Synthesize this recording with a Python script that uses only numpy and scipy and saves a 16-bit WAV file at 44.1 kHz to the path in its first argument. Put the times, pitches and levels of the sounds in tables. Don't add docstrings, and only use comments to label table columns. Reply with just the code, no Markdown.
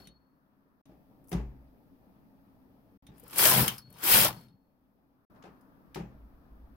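import sys
import numpy as np
from scipy import signal
from scipy.io import wavfile

SR = 44100
rng = np.random.default_rng(int(sys.argv[2]) if len(sys.argv) > 2 else 0)


def boost_factor(decibels):
    exponent = np.asarray(decibels, float) / 20
    return 10 ** exponent


def wav_record(signal):
    frames = np.transpose(np.atleast_2d(signal))
    bounded = np.clip(frames, -1, 1)
    quanta = np.round(bounded * 32767).astype(np.int16)
    wavfile.write(sys.argv[1], SR, quanta)


N = 298097

# frequency in Hz, level in dB per Hz.
RASP_SPECTRUM = [(180, -36), (300, -7.5), (372, -2), (528, -6.5), (603, 1.5), (656, -4.5), (994, -0.5),
                 (1640, -5.5), (3290, -4.5), (3760, -12), (4990, -6.5), (6410, -9.5), (8090, -11),
                 (12700, 2.5), (16000, -8)]
# frequency in Hz, likeness from -1 to 1.
MACHINE_LIKENESS = [(60, 0.88), (130, 0.94), (290, 0.8), (640, 0.29), (1410, 0.2), (3100, -0.01),
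                    (6820, 0.0), (15000, -0.01)]
# frequency in Hz, level in dB, 60 dB decay in seconds.
BED_MODES = [(58, -7, 0.53), (129.7, -7, 0.6), (172.5, 0, 0.2), (208.2, -10, 0.46), (339, -17, 0.13),
             (391, -22, 0.5), (447, -26, 1), (563, -26.5, 0.43), (824, -29, 0.16)]


def curves(tables, rest):
    t = np.arange(N) / SR
    out = None
    for rows in tables:
        s, *columns = np.transpose(rows)
        if out is None:
            out = np.full((len(columns), N), rest)
        inside = (t >= s[0]) & (t <= s[-1])
        out[:, inside] = [np.interp(t[inside], s, c) for c in columns]
    return out


def rms_one(x):
    return x / np.sqrt(np.mean(x ** 2) + 1e-20)


def at_hz(points, hz):
    points_hz, values = np.transpose(points)
    return np.interp(np.log(hz), np.log(points_hz), values)


def sides(pan_db):
    return boost_factor(np.multiply.outer([.5, -.5], pan_db))


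def drift(rate):
    r = np.exp(-80 * np.pi * rate / SR)
    slow = signal.lfilter([1], [1, -2 * r, r * r], rng.standard_normal(N // 40 + 2002))[2000:]
    return np.interp(np.arange(N) / 40, np.arange(len(slow)), rms_one(slow))


def ring(x, hz, t60):
    r = boost_factor(-60 / (t60 * SR))
    w = 2 * np.pi * hz / SR
    return signal.lfilter([0, np.sin(w)], [1, -2 * r * np.cos(w), r * r], x + 1e-18)


def clicks(times, gains):
    out = np.zeros(np.shape(gains)[:-1] + (N,))
    out[..., (np.asarray(times) * SR).astype(int)] = gains
    return out


def fades(times, gains, t60s):
    out = np.zeros(np.shape(gains)[:-1] + (N,))
    for k, (s, t60) in enumerate(zip(times, np.clip(t60s, .005, 1))):
        tail = out[..., int(s * SR):int((s + 1.5 * t60) * SR)]
        tail += gains[..., k, None] * boost_factor(-60 * np.arange(tail.shape[-1]) / SR / t60)
    return out


def swells(rows):
    t = np.arange(N) / SR
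    out = 0
    for s, db, rise, fall in rows:
        away = np.maximum((s - t) / max(rise, .02), (t - s) / max(fall, .02))
        out = out + boost_factor(db - 60 * away)
    return out


def coloured(spectrum, edges, likeness, grain=1, patchy_db=0., balance=((1, 0), (2, 0))):
    out = 0
    white = grain * rng.standard_normal((2, 2, N))
    steps = np.geomspace(*edges, 1 + round(2 * np.log2(edges[1] / edges[0])))
    for k, (low, high) in enumerate(zip(steps, steps[1:])):
        band = signal.butter(2, [low, high], "band", fs=SR, output="sos")
        mid, side = signal.sosfilt(band, white[k % 2])
        hz = np.sqrt(low * high)
        alike = np.clip(at_hz(likeness, hz), -1, 1)
        flicker = boost_factor(patchy_db * drift(15.5)) if patchy_db else 1
        gain = boost_factor(at_hz(spectrum, hz)) * sides(at_hz(balance, hz))[:, None]
        stereo = np.sqrt(1 + alike) * mid + np.sqrt(1 - alike) * side * [[1], [-1]]
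        out = out + gain * flicker * stereo
    return rms_one(out)


def resonant(modes):
    out = 0
    for hz, width, db in modes:
        t60 = np.log(1000) / np.pi / width
        out = out + boost_factor(db) * rms_one(ring(rng.standard_normal(N), hz, t60))
    return out


def room():
    # start in seconds, level in dB of rumble, house, hiss and fan.
    steady = [
        (0, -84, -68, -89, -79),
        (.835, -73, -61, -82, -90),
        (3.75, -81, -68.5, -89, -88.5),
        (5.275, -73.5, -60, -82, -73.5),
    ]
    # top in seconds, level in dB, rise and fall over 60 dB in seconds.
    rumble_swells = [
        (1.48, -49.5, .35, .75),
        (1.75, -73.5, 0.81, 5.5),
        (3.138, -62, .5, -1),
        (6.14, -59, 0.71, 2),
        (6.65, -51.5, 1.8, 0.7),
    ]
    house_swells = [
        (0.0, -56.5, .1, 0.69),
        (1.4, -54, .5, 1.13),
        (5.36, -61.5, 0.25, 0.7),
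        (6.12, -59, 0.82, 0.88),
    ]
    fan_swells = [
        (5.43, -64, 0.83, 1.7),
    ]
    # frequency in Hz, level in dB per Hz.
    house_spectrum = [(53, -44), (90, -15), (114, -8.5), (243, -4), (268, -8), (345, -12.5), (369, -17),
                      (415, -14), (526, -17), (562, -14.5), (748, -15.5), (979, -22), (5000, -44),
                      (6500, -74), (11000, -120)]
    fan_spectrum = [(410, -30), (700, -1.5), (1140, -4.5), (1530, -6.5), (1690, -16), (1970, -14.5),
                    (2220, -21), (2600, -22), (3380, -52), (5720, -120)]
    hiss_spectrum = [(1470, -30), (2500, 0), (4410, -8), (4990, -7), (8020, -18.5), (12600, -6), (15200, 2),
                     (16000, -5)]
    # frequency in Hz, left-right likeness from -1 to 1.
    room_likeness = [(60, 0.85), (180, 0.15), (550, 0.64), (1650, -0.38), (4970, -0.06), (15000, 0.15)]
    # frequency in Hz, left minus right in dB.
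    room_balance = [(60, 0), (110, -4), (200, 2), (380, 0.5), (700, 5), (1290, 4.5), (2380, 0.5),
                    (4400, 2.5), (8120, 1.0), (15000, 0.0)]
    # frequency in Hz, width in Hz, level in dB.
    hum_modes = [(55.4, 14, 0), (38, 22, -12)]
    drone_modes = [(270, 20, -2), (195, 20, -7.5), (122, 63, -12.5)]

    starts, *levels_db = np.transpose(steady)
    stretch = np.searchsorted(starts, np.arange(N) / SR, "right") - 1
    hum_gain, house_gain, hiss_gain, fan_gain = boost_factor(np.array(levels_db))[:, stretch]

    hum = rms_one(resonant(hum_modes))
    house = coloured(house_spectrum, (90, 5000), room_likeness, patchy_db=1.5, balance=room_balance)
    house = rms_one(house + resonant(drone_modes) * sides(2.5)[:, None])
    fan = coloured(fan_spectrum, (900, 1900), room_likeness, patchy_db=0.1, balance=room_balance)
    duct = signal.butter(6, 1750, fs=SR, output="sos")
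    fan = rms_one(signal.sosfilt(duct, fan))
    hiss = coloured(hiss_spectrum, (4000, 17000), room_likeness)

    out = np.hypot(hum_gain, swells(rumble_swells)) * hum
    out = out + np.hypot(house_gain, swells(house_swells)) * house
    out = out + np.hypot(fan_gain, swells(fan_swells)) * fan
    return out + boost_factor(2.0) * hiss_gain * hiss


def rod():
    # frequency in Hz, 60 dB decay in seconds.
    rod_modes = [(4353, .45), (4311, .65), (4334, .45)]
    # strike in seconds, level in dB of each of the three modes.
    strikes = [
        (.001, -65.5, -67.5, -67.5),
        (3.70, -63, -73.5, -71),
        (3.781, -61.5, -74, -75),
        (4.271, -63.5, -63, -60.5),
    ]
    s, *levels_db = np.transpose(strikes)
    gains = boost_factor(np.array(levels_db))
    loose_play = fades(s, gains * boost_factor(-32), np.full(len(s), .45))
    force = clicks(s, gains) + rng.standard_normal(N) * loose_play
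    rings = sum(ring(f, hz, t60) for f, (hz, t60) in zip(force, rod_modes))
    flutter = boost_factor(2.27 * drift(10.0))
    return rings * flutter * sides(6.0)[:, None]


def bed(force, damping, cut_hz):
    shares = sides(1.5 + 2.3 * rng.standard_normal(len(BED_MODES))).T
    rings = 0
    for share, f, (hz, db, t60) in zip(shares, force, BED_MODES):
        decay_s = damping * min(t60, 110 / hz + .15)
        rings = rings + share[:, None] * boost_factor(db) * ring(f, hz, decay_s)
    return signal.sosfilt(signal.butter(3, cut_hz, "high", fs=SR, output="sos"), rings)


def lever():
    # blow in seconds, peak in dB, hardness as dB of the upper modes, rustle in dB,
    # extra of the table top in dB.
    blows = [(0.001, -50.5, -13, -62.5, 0.5), (0.073, -48, -9, -67, -6), (0.893, -48.5, -2, -64.5, -4),
             (0.914, -53, 2, -69, -4), (1.317, -32.5, 2, -38, -6), (1.329, -23, -4.5, -42.5, -10),
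             (1.349, -19.5, -20, -53, -8), (1.367, -24.5, -10, -56.5, -23), (1.395, -32, -23, -59, 6),
             (3.087, -45.5, -15, -58.5, 5), (3.118, -44.5, -12, -64.5, 2), (3.239, -51, -0.5, -60, -5),
             (5.359, -64.5, -6.5, -60.5, -0.5), (5.438, -49.5, -5.5, -48, -2),
             (5.454, -58.5, -7.5, -58.5, 0), (5.477, -50, -2, -76, 3), (5.958, -34, -8, -35.5, -9.5),
             (5.972, -31, -12.5, -65.5, -16.5), (5.999, -28, -18.5, -56.5, -3.5)]
    # frequency in Hz, level in dB per Hz.
    clunk_spectrum = [(180, -35), (300, -6.5), (372, -3), (531, -14.5), (574, -12), (806, -9), (1060, -19),
                      (1180, -15.5), (1970, -24.5), (2450, -24), (2770, -32), (4830, -34.5), (7440, -48),
                      (12000, -42.5), (15600, -74), (22000, -120)]
    s, low_db, hard_db, rustle_db, top_db = np.transpose(blows)
    t60 = np.full(len(s), .22)
    chance = rng.standard_normal((len(s), 2, len(BED_MODES)))
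    upper = np.array(BED_MODES)[:, 0] > 280
    level_db = low_db[:, None] - 6.5 + upper * (hard_db[:, None] + 12.5) + 2.0 * chance[:, 0]
    level_db[:, 1] += top_db
    force = clicks(s, (boost_factor(level_db) * np.sign(chance[:, 1])).T)

    frame = coloured(clunk_spectrum, (300, 2700), MACHINE_LIKENESS)
    frame = frame * fades(s, boost_factor(rustle_db - 2.0), 1.3 * t60)
    needles = coloured(clunk_spectrum, (2700, 12000), MACHINE_LIKENESS)
    needles = needles * fades(s, boost_factor(rustle_db - 16.5), 0.73 * t60)
    return bed(force, damping=0.97, cut_hz=40) + (frame + needles) * sides(3.1)[:, None]


def steel(s, levels_db, pan_db, scatter_db, tail_db, tail_s):
    # frequency in Hz, level in dB, 60 dB decay in seconds.
    steel_modes = [(9030, -1.5, 0.041), (13100, -9, 0.014), (3100, -1, 0.012), (3700, -3, .012),
                   (5040, 2, 0.043), (10300, 0, 0.011), (5860, -3, 0.016)]
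    part_of_mode = [0, 0, 1, 2, 3, 3, 0]
    chance = rng.standard_normal((len(s), 2 * len(steel_modes)))
    echoes = rng.standard_normal((2, N))
    out = 0
    for k, ((hz, db, t60), part) in enumerate(zip(steel_modes, part_of_mode)):
        gains = boost_factor(levels_db[part] + db + scatter_db * chance[:, 2 * k:2 * k + 2].T)
        echo_gains = gains * boost_factor(tail_db) * np.sqrt(.012 / t60)
        echo_s = np.full(len(s), tail_s * (3700 / hz) ** .7)
        force = clicks(s, gains) + echoes * fades(s, echo_gains, echo_s)
        out = out + ring(force, hz, t60)
    return out * sides(pan_db)[:, None]


def catch():
    # snap in seconds, level in dB of its spring, pin, pawl and plate.
    snaps = [(.0543, -75, -57, -71, -77), (.0728, -51.5, -58, -46, -77), (.8545, -71, -76, -63, -83),
             (1.284, -63, -90, -90, -76), (1.3294, -43, -70, -46, -52), (3.0674, -55, -81, -48.5, -72),
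             (3.68, -27.5, -21, -39, -50), (3.781, -48, -65, -60, -44), (3.94, -56.5, -62, -60.5, -75.5),
             (3.975, -72, -57, -56.5, -71), (4.4846, -75.5, -73.5, -64, -72.5),
             (5.6102, -73.5, -87.5, -92, -80.5), (5.9453, -57, -56.5, -46.5, -59)]
    s, *levels_db = np.transpose(snaps)
    return steel(s, levels_db, pan_db=2.0, scatter_db=1.0, tail_db=-22.5, tail_s=.13)


def latches():
    # start in seconds,
    # peak in dB of the bright crack, level in dB of its duller part, left minus right in dB.
    rack_ticks = [(0.8536, -68, -63, -1), (1.2411, -63, -76, 6), (1.2724, -59, -83.5, 0),
                  (1.283, -57, -82, 1.5), (1.292, -48, -76, 5.5), (1.313, -52, -59, 1),
                  (1.3164, -50, -45.5, 11), (1.3268, -59, -43.5, -7), (5.348, -73.5, -74, 5),
                  (5.424, -70.5, -55, 5.5), (5.6101, -65.5, -73.5, 6.5), (5.946, -45, -39.5, 4)]
    cam_ticks = [(0.0706, -53, -51, 4), (3.0692, -59, -56, -4), (3.1704, -59, -79, 4),
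                 (3.1807, -51, -66, 7.5), (3.197, -49, -69, 13), (3.2294, -58, -70, -1),
                 (3.236, -49, -76, 3), (3.2791, -43, -60, 8), (3.2974, -50, -49, 3), (3.3081, -43, -56, 4),
                 (3.331, -38, -41, -2), (3.3588, -28, -40, 7), (3.382, -13, -29, 6), (3.4532, -14, -16, 12),
                 (3.679, -15.5, -20.5, 5.5), (3.781, -36.5, -53, 4), (3.902, -52.5, -80.5, 11.5),
                 (3.926, -55, -71, 19), (3.984, -48.5, -52.5, 9), (4.038, -22.5, -33, 7),
                 (4.2806, -27, -26.5, 2), (4.3274, -54, -43, 3.0), (4.4114, -55, -81, -1)]
    s, bright_db, dull_db, pan_db = np.transpose([*rack_ticks, *cam_ticks])
    rack_tail, cam_tail = (0.24, -9.5), (0.067, -13)
    tails = [rack_tail] * len(rack_ticks) + [cam_tail] * len(cam_ticks)
    t60, tail_db = np.transpose(tails)
    out = 0
    for edges, db, longer in (((7000, 17000), bright_db, 1), ((1500, 7000), dull_db, 1.3)):
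        gains = boost_factor(db - 6.0) * sides(pan_db)
        crack = fades(s, gains, np.full(len(s), .03))
        tail = fades(s, gains * boost_factor(tail_db), longer * t60)
        shape = signal.lfilter([.04], [1, -.96], crack + tail)
        out = out + coloured(RASP_SPECTRUM, edges, MACHINE_LIKENESS) * shape
    return out


def knocks():
    # knock in seconds, peak in dB, pitch in Hz.
    housing_knocks = [
        (.896, -54.5, 620),
        (3.232, -50.5, 489),
        (3.457, -26, 636),
        (3.515, -24.5, 1017),
        (3.595, -34, 395),
        (4.04, -38.5, 340),
        (4.252, -26, 609),
        (5.456, -51.5, 801),
    ]
    rings = sum(ring(clicks([s], [boost_factor(db)]), hz, t60=.09) for s, db, hz in housing_knocks)
    return rings * sides(4.0)[:, None]


def contacts(per_s, spread_db, t60, smooth):
    uneven = boost_factor(spread_db * np.minimum(rng.exponential(1, N), 4))
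    hits = (rng.random(N) < per_s / SR) * uneven
    bursts = signal.lfilter([1], [1, -boost_factor(-60 / (t60 * SR))], hits)
    return smooth + rms_one(bursts)


def pings(per_s, low_hz, high_hz, t60, spread_db, count):
    sizes = boost_factor(spread_db * np.minimum(rng.exponential(1, (2, N)), 4)) * rng.choice([-1, 1], (2, N))
    hits = sizes * (rng.random((2, N)) < per_s / SR)
    dealt = rng.integers(0, count, (2, N))
    pitches = np.geomspace(low_hz, high_hz, count) * boost_factor(.2 * rng.standard_normal(count))
    out = 0
    for k, hz in enumerate(pitches):
        gain = boost_factor(at_hz(RASP_SPECTRUM, hz)) * np.sqrt(hz)
        out = out + gain * ring(hits * (dealt == k), hz, t60)
    return rms_one(out)


def follows(needles_db, load_db, offset_db, of_needles, of_load):
    return boost_factor(offset_db + of_needles * needles_db + of_load * load_db)


def lingers(gain, t60):
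    fall_db = 60 * np.arange(N) / SR / t60
    return boost_factor(np.maximum.accumulate(20 * np.log10(gain) + fall_db) - fall_db)


def carriage():
    # time in seconds, needles in the cams in dB, load on the bed in dB.
    run_out = [
        (0.0, -64, -59),
        (.066, -76, -71),
    ]
    stroke_out = [
        (3.139, -79.5, -67),
        (3.29, -63, -73),
        (3.368, -37.5, -53),
        (3.388, -22, -51),
        (3.48, -18.5, -40),
        (3.623, -28, -27.5),
        (3.701, -41, -45.5),
        (3.793, -61.5, -56.5),
        (3.844, -80.5, -64),
    ]
    stroke_back = [
        (3.919, -75, -50.5),
        (4.019, -48.5, -62),
        (4.034, -33.5, -58),
        (4.092, -21.5, -48.5),
        (4.142, -17, -31.5),
        (4.26, -24.5, -38),
        (4.332, -57.5, -47.5),
        (4.436, -67.5, -56.5),
        (4.56, -102, -64.5),
    ]
    needles_db, load_db = curves([run_out, [*stroke_out, *stroke_back]], -140.)

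    butts = contacts(500, spread_db=3.0, t60=0.006, smooth=1.7)
    needle_grain = contacts(700, spread_db=1.0, t60=.015, smooth=1.2)
    rattle = coloured(RASP_SPECTRUM, (5500, 17000), MACHINE_LIKENESS, needle_grain, patchy_db=1.5)
    scrape = coloured(RASP_SPECTRUM, (1500, 5500), MACHINE_LIKENESS, butts, patchy_db=1.5)
    housing = coloured(RASP_SPECTRUM, (280, 1500), MACHINE_LIKENESS, butts, patchy_db=2.5)
    rattle = rattle + boost_factor(-2) * pings(2500, 5600, 15600, t60=0.004, spread_db=2.5, count=22)
    scrape = scrape + boost_factor(-1.5) * pings(1100, 1550, 5300, t60=0.033, spread_db=1.0, count=12)

    shake = [rng.standard_normal(N)] * len(BED_MODES)
    rumble = boost_factor(load_db) * rms_one(bed(shake, damping=0.3, cut_hz=76))

    scrape_gain = follows(needles_db, load_db, offset_db=-5.5, of_needles=0.82, of_load=0.12)
    housing_gain = follows(needles_db, load_db, offset_db=-9.5, of_needles=.7, of_load=0.15)
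    rasp = boost_factor(needles_db) * rms_one(rattle) + scrape_gain * rms_one(scrape)
    rasp = rasp + lingers(housing_gain, t60=0.22) * housing
    return rasp * sides(3.5)[:, None] + rumble


def scene():
    return room() + rod() + lever() + catch() + latches() + knocks() + carriage()


def band_limit(x):
    return signal.sosfilt(signal.butter(12, 15900, fs=SR, output="sos"), x)


def record(dry):
    silences = [
        (.8165, .8545),
        (2.976, 3.0225),
        (5.2515, 5.299),
    ]
    t = np.arange(N) / SR
    kept = 1
    for start, end in silences:
        kept = kept * np.clip(np.maximum(start - t, t - end) / .002, 0, 1)
    top_cut = signal.ellip(12, .3, 60, 15900, fs=SR, output="sos")
    mix = signal.sosfilt(top_cut, dry * kept)
    return band_limit(mix)


dry = scene()
out = record(dry)
wav_record(out)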